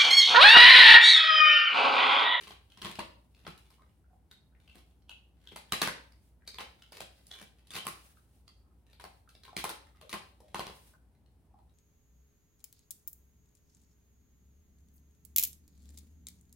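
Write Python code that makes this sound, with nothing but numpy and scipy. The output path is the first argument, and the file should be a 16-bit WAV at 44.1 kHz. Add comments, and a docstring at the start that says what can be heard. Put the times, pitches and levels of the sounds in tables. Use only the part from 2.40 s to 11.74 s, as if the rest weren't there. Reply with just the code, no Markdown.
"""Dog chewing a dried bone

A dog by a glass door cracks a hard dried bone: ragged noise volleys ring the bone and mouth, with jolts of the jaw.
Random clicks make its crumbs and scrapes; bursts and pops through mouth resonances make smacks and squelches.
Quick echoes off floor and door thicken the bites and licks, and a noise tail makes the small room ring briefly.
Underneath lie shaped noise for still air, a steady appliance hum and a faint hiss that rises with the cracks."""
import sys
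import numpy as np
from scipy import signal
from scipy.fft import rfft, irfft
from scipy.io import wavfile
from scipy.ndimage import uniform_filter1d

SR = 44100
rng = np.random.default_rng(int(sys.argv[2]) if len(sys.argv) > 2 else 0)


def wav_out(sig):
    """Save sig, one row per channel (or a flat mono array), as 16-bit PCM at SR to the path in sys.argv[1]."""
    wavfile.write(sys.argv[1], SR, np.round(np.clip(np.atleast_2d(sig).T, -1, 1) * 32767).astype(np.int16))


N = 411894  # length in samples

# Fractures of the bone, one a row:
# start_s, level_db (knock and snap together), brightness_db (snap over hollow knock)
FRACTURES = [(0.0087, -52, 11), (0.035, -46.5, 15), (0.0715, -50, 1), (0.1074, -46, 4), (0.3735, -51, 10.5),
             (0.4176, -39, 12), (0.447, -36, 7), (0.4564, -41, 5), (0.4673, -42.5, 4), (0.4962, -48, -15),
             (0.5549, -45.5, 17), (0.5881, -39, -17), (0.5917, -34, 0.5), (1.0504, -55.5, 6),
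             (1.0666, -40, 2), (1.1772, -60, 8), (1.304, -62.5, 0), (2.3554, -58.5, 4.5), (2.381, -67, 8),
             (3.1195, -55, 4), (3.1607, -42.5, 1.5), (3.3221, -26, 6.5), (3.417, -23.5, 4.5),
             (3.4285, -38, 5), (3.4742, -30.5, -4), (4.185, -38, 4), (4.205, -39.5, 1.5), (4.521, -50, 3),
             (4.5777, -60, 8), (4.6048, -40.5, 2.5), (4.868, -62, 44), (5.0142, -51.5, -2.5),
             (5.2708, -60.5, 21), (5.306, -46.5, 18.5), (5.336, -43.5, 11.5), (5.355, -39, 9.5),
             (5.3656, -37.5, 6.5), (5.4529, -48.5, -10), (5.4682, -35, -2.5), (6.5986, -50, -2.5),
             (6.6406, -43, -7), (6.891, -59.5, 30), (7.166, -33, 13), (7.1756, -47, 4),
             (7.241, -31.5, -6.5), (7.2924, -38.5, -2), (7.2994, -42, 0), (7.6127, -53.5, 3.5),
             (7.6941, -46.5, 12), (7.7291, -35, 2), (7.7394, -38, -7), (8.1453, -33.5, -5),
             (8.1942, -33.5, -3.5), (8.2672, -42.5, 5), (8.297, -48.5, -11)]


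def fractures(crack_db=0, crack_room_db=0, thump_db=3, thinning=0.22, shift=0.03):
    """Thin pieces snap and splinter, thick ones knock, and each jolts the jaw: (near, to the room, jaw)."""
    bone, bone_far, jaw = np.zeros((3, 2, N))
    slips = rng.standard_normal(len(FRACTURES))
    for (s, level_db, bright_db), slip in zip(FRACTURES, slips):
        hollow_hz, jaw_hz, thud_db, splinter_db = grip(s)
        knock_db = -10 * np.log10(1 + amp(bright_db) ** 2)  # knock and snap share the level
        snap_db = knock_db + bright_db
        tilt_db = thinning * bright_db  # a brighter crack has less thud and more splinter
        parts_db = level_db + np.array([thud_db - tilt_db, knock_db, snap_db, splinter_db + tilt_db])
        slipped_hz = hollow_hz * np.exp(shift * slip)  # the piece slips a little at each crack
        start, near, far = crack(s, parts_db + crack_db, slipped_hz)
        add(bone, start, near)
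        add(bone_far, start, far * amp(crack_room_db))
        add(jaw, s, thump(parts_db[0] + thump_db, jaw_hz))
    return bone, bone_far, jaw


def crack(s, parts_db, hollow_hz, run_s=.0011, trail_s=.032, trail=.05, lead=.06, lead_s=.0018,
          ragged=.7, scatter=.7, size=4096):
    """Bone starts to give, splits in a ragged volley and sheds splinters: (start s, near, to the room)."""
    start = size // 16
    t = (np.arange(size) - start) / SR
    breaks, splinters, chance = rng.standard_normal((3, size))
    breaks *= np.exp(ragged * chance.clip(-2, 2))
    giving = lead * np.exp(-abs(t) / lead_s)
    splitting = np.exp(-abs(t) / run_s)
    volley = evened(breaks) * np.where(t < 0, giving, splitting)
    debris = evened(splinters * (abs(splinters) > 2.9))  # only the rare large values
    volley += debris * trail * np.exp(-abs(t) / trail_s) * (t > 0)  # a few splinters snap off later
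    near = near_echoes(volley)
    # summed over all directions, the volley reaches the walls almost as one plain click
    far = (t == 0) + scatter * evened(near) / np.sqrt(size)
    return s - start / SR, voiced(near, parts_db, hollow_hz), voiced(far, parts_db, hollow_hz)


# Band edges of a crack, from thud through knock and snap to splinter: edge_hz
PART_EDGES_HZ = [130, 450, 1800, 6000, 16000]
# Ring of the bone in the jaws, before the bands are levelled: freq_hz, gain_db
BONE_RING = [(60, -3.5), (130, -1.5), (190, 6), (260, -5), (350, 3.5), (480, 0), (700, 2.5), (1100, 2),
             (1500, -.5), (2000, 1), (4500, 2.5), (7000, -4), (9800, 3.5), (16000, -8.5)]


def voiced(x, parts_db, hollow_hz, hollow=0.94, hollow_q=5, body_s=0.006):
    """The hollow of bone and mouth rings, then each band is set to its level, held over body_s."""
    size = x.shape[1]
    ringing = signal.lfilter(*signal.iirpeak(hollow_hz, hollow_q, SR), x)
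    x = colour(x + hollow * ringing, BONE_RING)
    power = 2 * (abs(rfft(x)) ** 2).mean(0) / (size * body_s * SR)
    hz = np.fft.rfftfreq(size, 1 / SR)
    own_db = 10 * np.log10(np.histogram(hz, PART_EDGES_HZ, weights=power)[0])
    centres = np.sqrt(np.multiply(PART_EDGES_HZ[1:], PART_EDGES_HZ[:-1]))
    return colour(x, np.c_[centres, parts_db - own_db])


def thump(scale_db, hz, fade_s=0.0063, rise_s=0.0028, size=2048):
    """Skull and jaw shudder for a few cycles: a sine that swells and dies, alike on both sides."""
    t = np.arange(size) / SR
    envelope = (1 - np.exp(-t / rise_s)) * np.exp(-t / fade_s)
    return amp(scale_db) * np.tile(np.sin(2 * np.pi * hz * t) * envelope, (2, 1))


# Bites, one a row; the grip on the bone colours all the cracks nearest to it:
# start_s, grinding_length_s (clicks last 0.02 s or more), grinding_db, hollow_hz (before slips), jaw_hz,
# then, relative to the crack and before its brightness tilt: thud_db, splinter_db
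BITES = [(0.005, 0.12, -59.5, 1120, 195, -11.5, -17.5), (0.419, 0.097, -56, 1080, 185, -7.5, -15.5),
         (1.068, .04, -59.5, 1460, 185, -4, -25.5), (1.11, .25, -77.5, 940, 190, -25, -4),
         (2.33, 0.084, -71.5, 690, 325, 4, -5.5), (3.11, 0.024, -67, 1300, 234, 4.5, -21),
         (3.159, 0.018, -65.5, 704, 210.5, -17, -5), (3.32, 0.2, -54, 1760, 292.6, -12.5, -8.5),
         (4.183, 0.062, -57.5, 830, 262, -16.5, -17), (4.52, 0.054, -56, 653, 192, -11, -7),
         (4.89, 0.14, -61.5, 1730, 196, -4, -3), (5.31, 0.088, -49, 1160, 166, -10, -10),
         (5.449, 0.051, -58, 1160, 167, -9, -1), (6.598, 0.04, -64, 800, 203, -17.5, -10),
         (7.165, .05, -48.5, 1870, 112, -6, -10), (7.24, .06, -60, 865, 180, -15.5, -3.5),
         (7.691, 0.028, -56.5, 1120, 185, -11, -8.5), (8.146, 0.081, -57.5, 1010, 164.6, -9.5, -12)]
GRIP_S, GRIP_DB = .14, -77.5  # scrape of the teeth as they feel for a hold


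def grinding():
    """Teeth scrape for a hold ahead of each bite (from time 0 at the earliest), then grind the bone."""
    teeth = np.zeros((2, N))
    for start, length_s, level_db, *_ in BITES:
        add(teeth, start - GRIP_S, grind(GRIP_S, GRIP_DB))
        add(teeth, start, grind(length_s, level_db))
    return teeth


def grip(s):
    """The bite nearest to time s: (hollow Hz, jaw Hz, jaw thud dB, splinter dB)."""
    return min(BITES, key=lambda bite: abs(s - bite[0] - bite[1] / 2) - bite[1] / 2)[3:]


# Colour of the crumbs, also of the bare click in a smack: freq_hz, gain_db
CRUMB_COLOUR = [(100, -18), (400, 1.5), (1000, -3), (3600, 2.5), (7000, -8), (10000, -4.5), (16000, -15)]


def grind(length_s, level_db):
    """Pores of the bone collapse one after another: random clicks with echoes, coloured as crumbs."""
    pores = near_echoes(clicks(length_s, per_s=280, spread_db=7))
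    return amp(level_db) * evened(colour(pores, CRUMB_COLOUR))


# Wet smacks of lips (high) or tongue (low), one a row:
# start_s, level_db, cavity_hz, cavity_width_hz (nominal, scaled for each resonance)
SMACKS = [(0.301, -65, 3080, 910), (0.32, -59.5, 2900, 450), (0.9477, -66, 3500, 1600),
          (1.4197, -64, 1070, 450), (1.913, -53, 3820, 900), (2.2772, -61.5, 2920, 524),
          (2.2969, -59, 2870, 380), (2.694, -47.5, 3110, 427), (2.715, -51, 2790, 400),
          (3.0732, -50, 3230, 450), (3.09, -55.5, 3200, 450), (3.295, -67, 3420, 400),
          (3.7213, -64.5, 4630, 878), (4.0763, -43, 4280, 735), (4.081, -50.5, 4300, 680),
          (4.144, -49.5, 4130, 570), (4.4217, -55, 3030, 725), (4.9134, -44.5, 3600, 560),
          (4.9385, -49.5, 3250, 684), (5.3857, -43, 3120, 440), (5.7712, -67, 1510, 593),
          (6.079, -56.5, 4250, 1270), (6.5315, -61.5, 3500, 1300), (6.951, -58, 4360, 1310),
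          (7.035, -55, 4320, 1400), (7.0516, -54, 2570, 1500), (7.08, -53.5, 1010, 400),
          (7.13, -52.5, 860, 402), (7.4685, -64.5, 1325, 805), (8.004, -58.5, 798, 725),
          (8.5375, -64.5, 833, 383), (9.141, -61.5, 835, 200), (9.1883, -65.5, 837, 337)]
# Tongue rolling the piece into place, one squelch a row: start_s, length_s (before a short rest), level_db, cavity_hz
SQUELCHES = [(1.367, 0.059, -76, 1080), (1.698, 0.066, -74.5, 760), (2.11, 0.059, -81, 1960),
             (2.8, 0.29, -101, 3070), (3.998, 0.07, -79, 1750), (4.752, 0.047, -82, 4700),
             (6.457, .07, -84, 1780), (6.857, 0.051, -71.5, 1390), (7.496, .06, -78, 1230),
             (7.618, 0.036, -61.5, 553), (8.007, 0.099, -70.5, 613)]


def licking(smack_db=0, faint_db=-73, faint_range_db=10, slide_db=-87, count=26):
    """Lips and tongue: clear smacks and squelches, and faint ones scattered over the whole time."""
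    mouth = np.zeros((2, N))
    for s, level_db, hz, width_hz in SMACKS:
        add(mouth, *smack(s, level_db + smack_db, hz, width_hz))
    for start, length_s, level_db, hz in SQUELCHES:
        add(mouth, start, squelch(length_s, level_db, hz))
    for when, force, opening in rng.random((count, 3)):
        level_db = faint_db - faint_range_db * force
        add(mouth, *smack(when * N / SR, level_db, 900 + 4000 * opening, 900))
    for when, opening in rng.random((count // 2, 2)):
        add(mouth, when * N / SR, squelch(0.12, slide_db, 800 + 1400 * opening))
    return mouth


def smack(s, level_db, hz, width_hz, rise=.05, pop_s=.0016, peel=.075, peel_s=.007, tick=.4,
          tick_width_hz=550, cheek=.16, body_s=.008, size=2048):
    """A film of saliva peels apart and pops, ringing the gap at the lips and the deeper pouch of the cheek."""
    start = size // 4
    t = (np.arange(size) - start) / SR
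    popping = np.exp(-abs(t) / pop_s) * (t >= 0)
    peeling = peel * np.exp(-abs(t) / peel_s)
    film = rng.standard_normal(size) * (popping + peeling)
    gap = cavity(film, hz, 1.8 * width_hz, rise)
    lips = cavity(gap, hz * (1 - rise / 2), 1.1 * width_hz, rise)
    pouch = cavity(film, hz / 2, width_hz, rise)
    # a wide open mouth rings less and lets the bare click out
    bare = min(tick * (width_hz / tick_width_hz) ** 2, 1)
    pop = lips + cheek * pouch + bare * evened(colour(film[None], CRUMB_COLOUR)[0])
    held = np.sqrt(body_s * SR / size)  # the level holds over body_s
    return s - start / SR, amp(level_db) * evened(near_echoes(pop, strength=1.0)) * held


def squelch(length_s, level_db, hz, width=0.13, rise=0.045):
    """Many small wet pops ring the cavity as the tongue slides."""
    pops = clicks(length_s, per_s=100, spread_db=4.5)
    ring = cavity(cavity(pops, hz, 2 * width * hz, rise), hz, 2 * width * hz, rise)
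    return amp(level_db) * evened(near_echoes(ring * signal.windows.tukey(len(ring), .5)))


def cavity(x, hz, width_hz, rise):
    """Resonance of the mouth, whose pitch rises as it opens."""
    glide_hz = hz * (1 + rise * np.linspace(-.5, .5, len(x)))
    turn = np.exp(2j * np.pi * np.cumsum(glide_hz) / SR)
    r = np.exp(-np.pi * width_hz / SR)
    return evened((turn * signal.lfilter([1 - r], [1, -r], x / turn)).real)  # low-pass around the glide


def clicks(length_s, per_s, spread_db):
    """A random train of tiny clicks, a few of them larger, and a short rest after it."""
    chance, sign, extent = rng.random((3, SR // 2))[:, :int(max(length_s, .02) * SR)]
    sizes = amp(spread_db * np.minimum(-np.log(extent), 3))
    train = (chance < per_s / SR) * np.sign(sign - .5) * sizes
    return np.pad(train, (0, SR // 100))


def near_echoes(x, span_s=.0046, fade_s=0.0098, strength=1.37, spread_s=.0001, count=14):
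    """Direct sound, then quick echoes off floor, door and sill, drawn afresh each time as the head moves."""
    delay = rng.uniform(.0003, span_s, count)
    height = evened(rng.standard_normal(count) * np.exp(-delay / fade_s))
    height = strength * height / np.sqrt(count)
    skew = spread_s * rng.standard_normal(count) / 2  # each echo reaches one microphone first
    paths = np.zeros((2, SR // 50))
    paths[0, 1] = paths[1, 0] = 1  # direct sound, one sample earlier on the right
    for path, side in zip(paths, (1, -1)):
        np.add.at(path, (abs(delay + side * skew) * SR).astype(int), height)
    return signal.fftconvolve(x[None], paths, axes=1)[:, :len(x)]


# Decay of the room: freq_hz, t60_s
ROOM_T60 = [(150, 0.32), (500, 0.4745), (1500, 0.3754), (4000, 0.388), (9000, 0.32), (16000, 0.14)]
# Level of its tail, before the nearest wall is lifted: freq_hz, level_db
ROOM_DB = [(80, -4.5), (200, -0.5), (500, -0.5), (1500, 1), (4000, 0), (9000, -3.5), (16000, -4)]
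# Left-right likeness of its tail: freq_hz, likeness (0 to 1)
ROOM_SAME = [(60, 0.44), (200, .88), (500, .35), (1200, 0.026), (8000, 0.01)]


def room(x, first_s=.0088, wall=0.67, wall_s=0.0064, patchy_db=2.0, step_count=8):
    """Walls and ceiling answer after a short gap; each band of the tail dies at its own speed."""
    at = np.arange(0, SR - step_count, step_count)
    at = at + rng.integers(0, step_count, (2, len(at)))  # one reflection in each small step
    taps = np.zeros((2, SR))
    np.put_along_axis(taps, at, rng.choice([-1., 1.], at.shape), 1)
    hz, t, z = signal.stft(evened(taps), SR, nperseg=256)
    same = np.clip(read(ROOM_SAME, hz), 0, 1)[:, None]  # long waves reach both microphones more alike
    z[1] = same * z[0] + np.sqrt(1 - same ** 2) * z[1]
    fade_s = read(ROOM_T60, hz)[:, None] / np.log(1000)
    z *= amp(read(ROOM_DB, hz))[:, None] * np.exp(-t / fade_s) * np.sqrt(2 / (fade_s * SR))
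    patches = uniform_filter1d(rng.standard_normal(z.shape[1:]), 5, 0)
    patches = evened(uniform_filter1d(patches, 2, 1))
    z *= evened(amp(patchy_db * patches))  # furniture returns the sound in uneven clumps
    tail = signal.istft(z, SR, nperseg=256)[1]
    tail *= 1 + wall * np.exp(-np.arange(tail.shape[1]) / SR / wall_s)  # the nearest wall is strongest
    delayed = np.pad(tail, ((0, 0), (int(first_s * SR), 0)))
    return signal.fftconvolve(x, delayed, axes=1)[:, :N]


# Thin part of the hiss, evened after shaping: freq_hz, gain_db
HISS_THIN = [(200, -16), (1200, -5), (3000, -3.5), (7000, -6), (9500, 0.5), (12500, -5.5), (16000, -4.5)]
# Lower, fuller part, which comes forward when the hiss is strong: freq_hz, gain_db
HISS_BODY = [(100, -5.5), (500, 3), (1300, -6), (3000, -5), (7000, -9.5), (16000, -21)]


def hiss(level_db, body_db=-6, widening=.7, strong_db=-62, waver_db=2):
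    """A faint high hiss wavers, lingers after the harder bites, and grows fuller as it swells."""
    waver = waver_db * evened(uniform_filter1d(rng.standard_normal(N), SR // 12))
    thin = evened(colour(rng.standard_normal((2, N)), HISS_THIN))
    body = evened(colour(rng.standard_normal((2, N)), HISS_BODY))
    fullness = amp(body_db + widening * (level_db - strong_db))
    return amp(level_db + waver) * (thin + body * fullness)


# Longer swells of the hiss, bell-shaped: middle_s, half_length_s (power down to 1/e), level_db (added as power)
HISS_SWELLS = [(3.857, .04, -72.5), (4.799, .06, -71), (5.607, 0.15, -65), (5.947, 0.055, -74.5),
               (8.386, 0.1, -64.5)]


def hiss_level(bone, rest_db=-87, bite_db=-57, follow=0.3, linger_s=0.019):
    """Level of the hiss in dB: it rises with the cracking, sinks slowly back to rest, and now and then swells."""
    t, keep = np.arange(N) / SR, np.exp(-1 / (linger_s * SR))
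    cracking = (bone ** 2).mean(0)
    for _ in range(2):
        cracking = signal.lfilter([1 - keep], [1, -keep], cracking)
    power = amp(rest_db) ** 2 + amp(bite_db) ** 2 * cracking ** follow
    for s, half_s, level_db in HISS_SWELLS:
        power = power + amp(level_db) ** 2 * np.exp(-((t - s) / half_s) ** 2)
    return 10 * np.log10(power)


# Still air of the house, before the low cut: freq_hz, density_db (per Hz)
AIR = [(20, -108), (40, -100.5), (56, -81), (80, -84), (125, -92), (180, -93.5), (300, -99), (550, -109),
       (800, -108), (1200, -117), (3000, -125), (7000, -131), (10000, -127), (16000, -131)]
# Left-right likeness of the air: freq_hz, likeness (0 to 1)
AIR_SAME = [(60, 0.94), (200, 0.66), (500, 0.97), (1500, 0.28), (8000, .2)]
HUM_HZ, HUM_DB = 59.9, -66  # rms level before the low cut


def house():
    """Low rumble of still air as shaped noise, and the hum of an appliance as a sine."""
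    hz, t = np.fft.rfftfreq(N, 1 / SR), np.arange(N) / SR
    left, other = rfft(rng.standard_normal((2, N)))
    same = np.clip(read(AIR_SAME, hz), 0, 1)
    pair = np.array([left, same * left + np.sqrt(1 - same ** 2) * other])
    air = irfft(pair * amp(read(AIR, hz)) * np.sqrt(SR / 2), N)
    hum = amp(HUM_DB) * np.sqrt(2) * np.sin(2 * np.pi * HUM_HZ * t)
    return air + hum


def amp(db):
    """Decibels to gain."""
    return 10 ** (np.asarray(db) / 20)


def evened(x):
    """Scales to an rms of one."""
    return x / np.sqrt(np.mean(x ** 2) + 1e-20)


def read(points, hz):
    """A table joined by straight lines on a log-frequency axis."""
    f, value = np.transpose(points)
    return np.interp(np.log(hz + 1), np.log(f + 1), value)


def add(mix, s, sound):
    """Lays a two-channel sound into the mix at time s, or at the start if s is negative."""
    part = mix[:, max(round(s * SR), 0):][:, :sound.shape[1]]
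    part += sound[:, :part.shape[1]]


def colour(x, points, size=2048):
    """Causal filter with the given (Hz, dB) shape: nothing sounds ahead of a click."""
    log_gain = np.log(amp(read(points, abs(np.fft.fftfreq(size, 1 / SR)))))
    ring = np.fft.ifft(np.exp(np.conj(signal.hilbert(log_gain)))).real[:size // 2]
    return signal.oaconvolve(x, ring[None], axes=1)[:, :x.shape[1]]


def scene():
    """All the sounds of the mouth, their room, and the background."""
    bone, bone_far, jaw = fractures()
    mouth = jaw + licking() + grinding()
    ringing = room(mouth + bone_far)
    return mouth + bone + ringing + house() + hiss(hiss_level(bone))


EDGE_HZ = 16200  # upper band limit


def record(dry):
    """Low cut of the microphones, the left one a little louder; then the band limit."""
    low_cut = signal.butter(3, 48, "highpass", fs=SR, output="sos")
    heard = signal.sosfilt(low_cut, dry)
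    edge = signal.firwin(511, EDGE_HZ, window=("kaiser", 9), fs=SR)
    balance = amp([[.25], [-.25]])  # left, right
    return signal.oaconvolve(heard * balance, edge[None], "same", axes=1)


dry = scene()
out = record(dry)
wav_out(out)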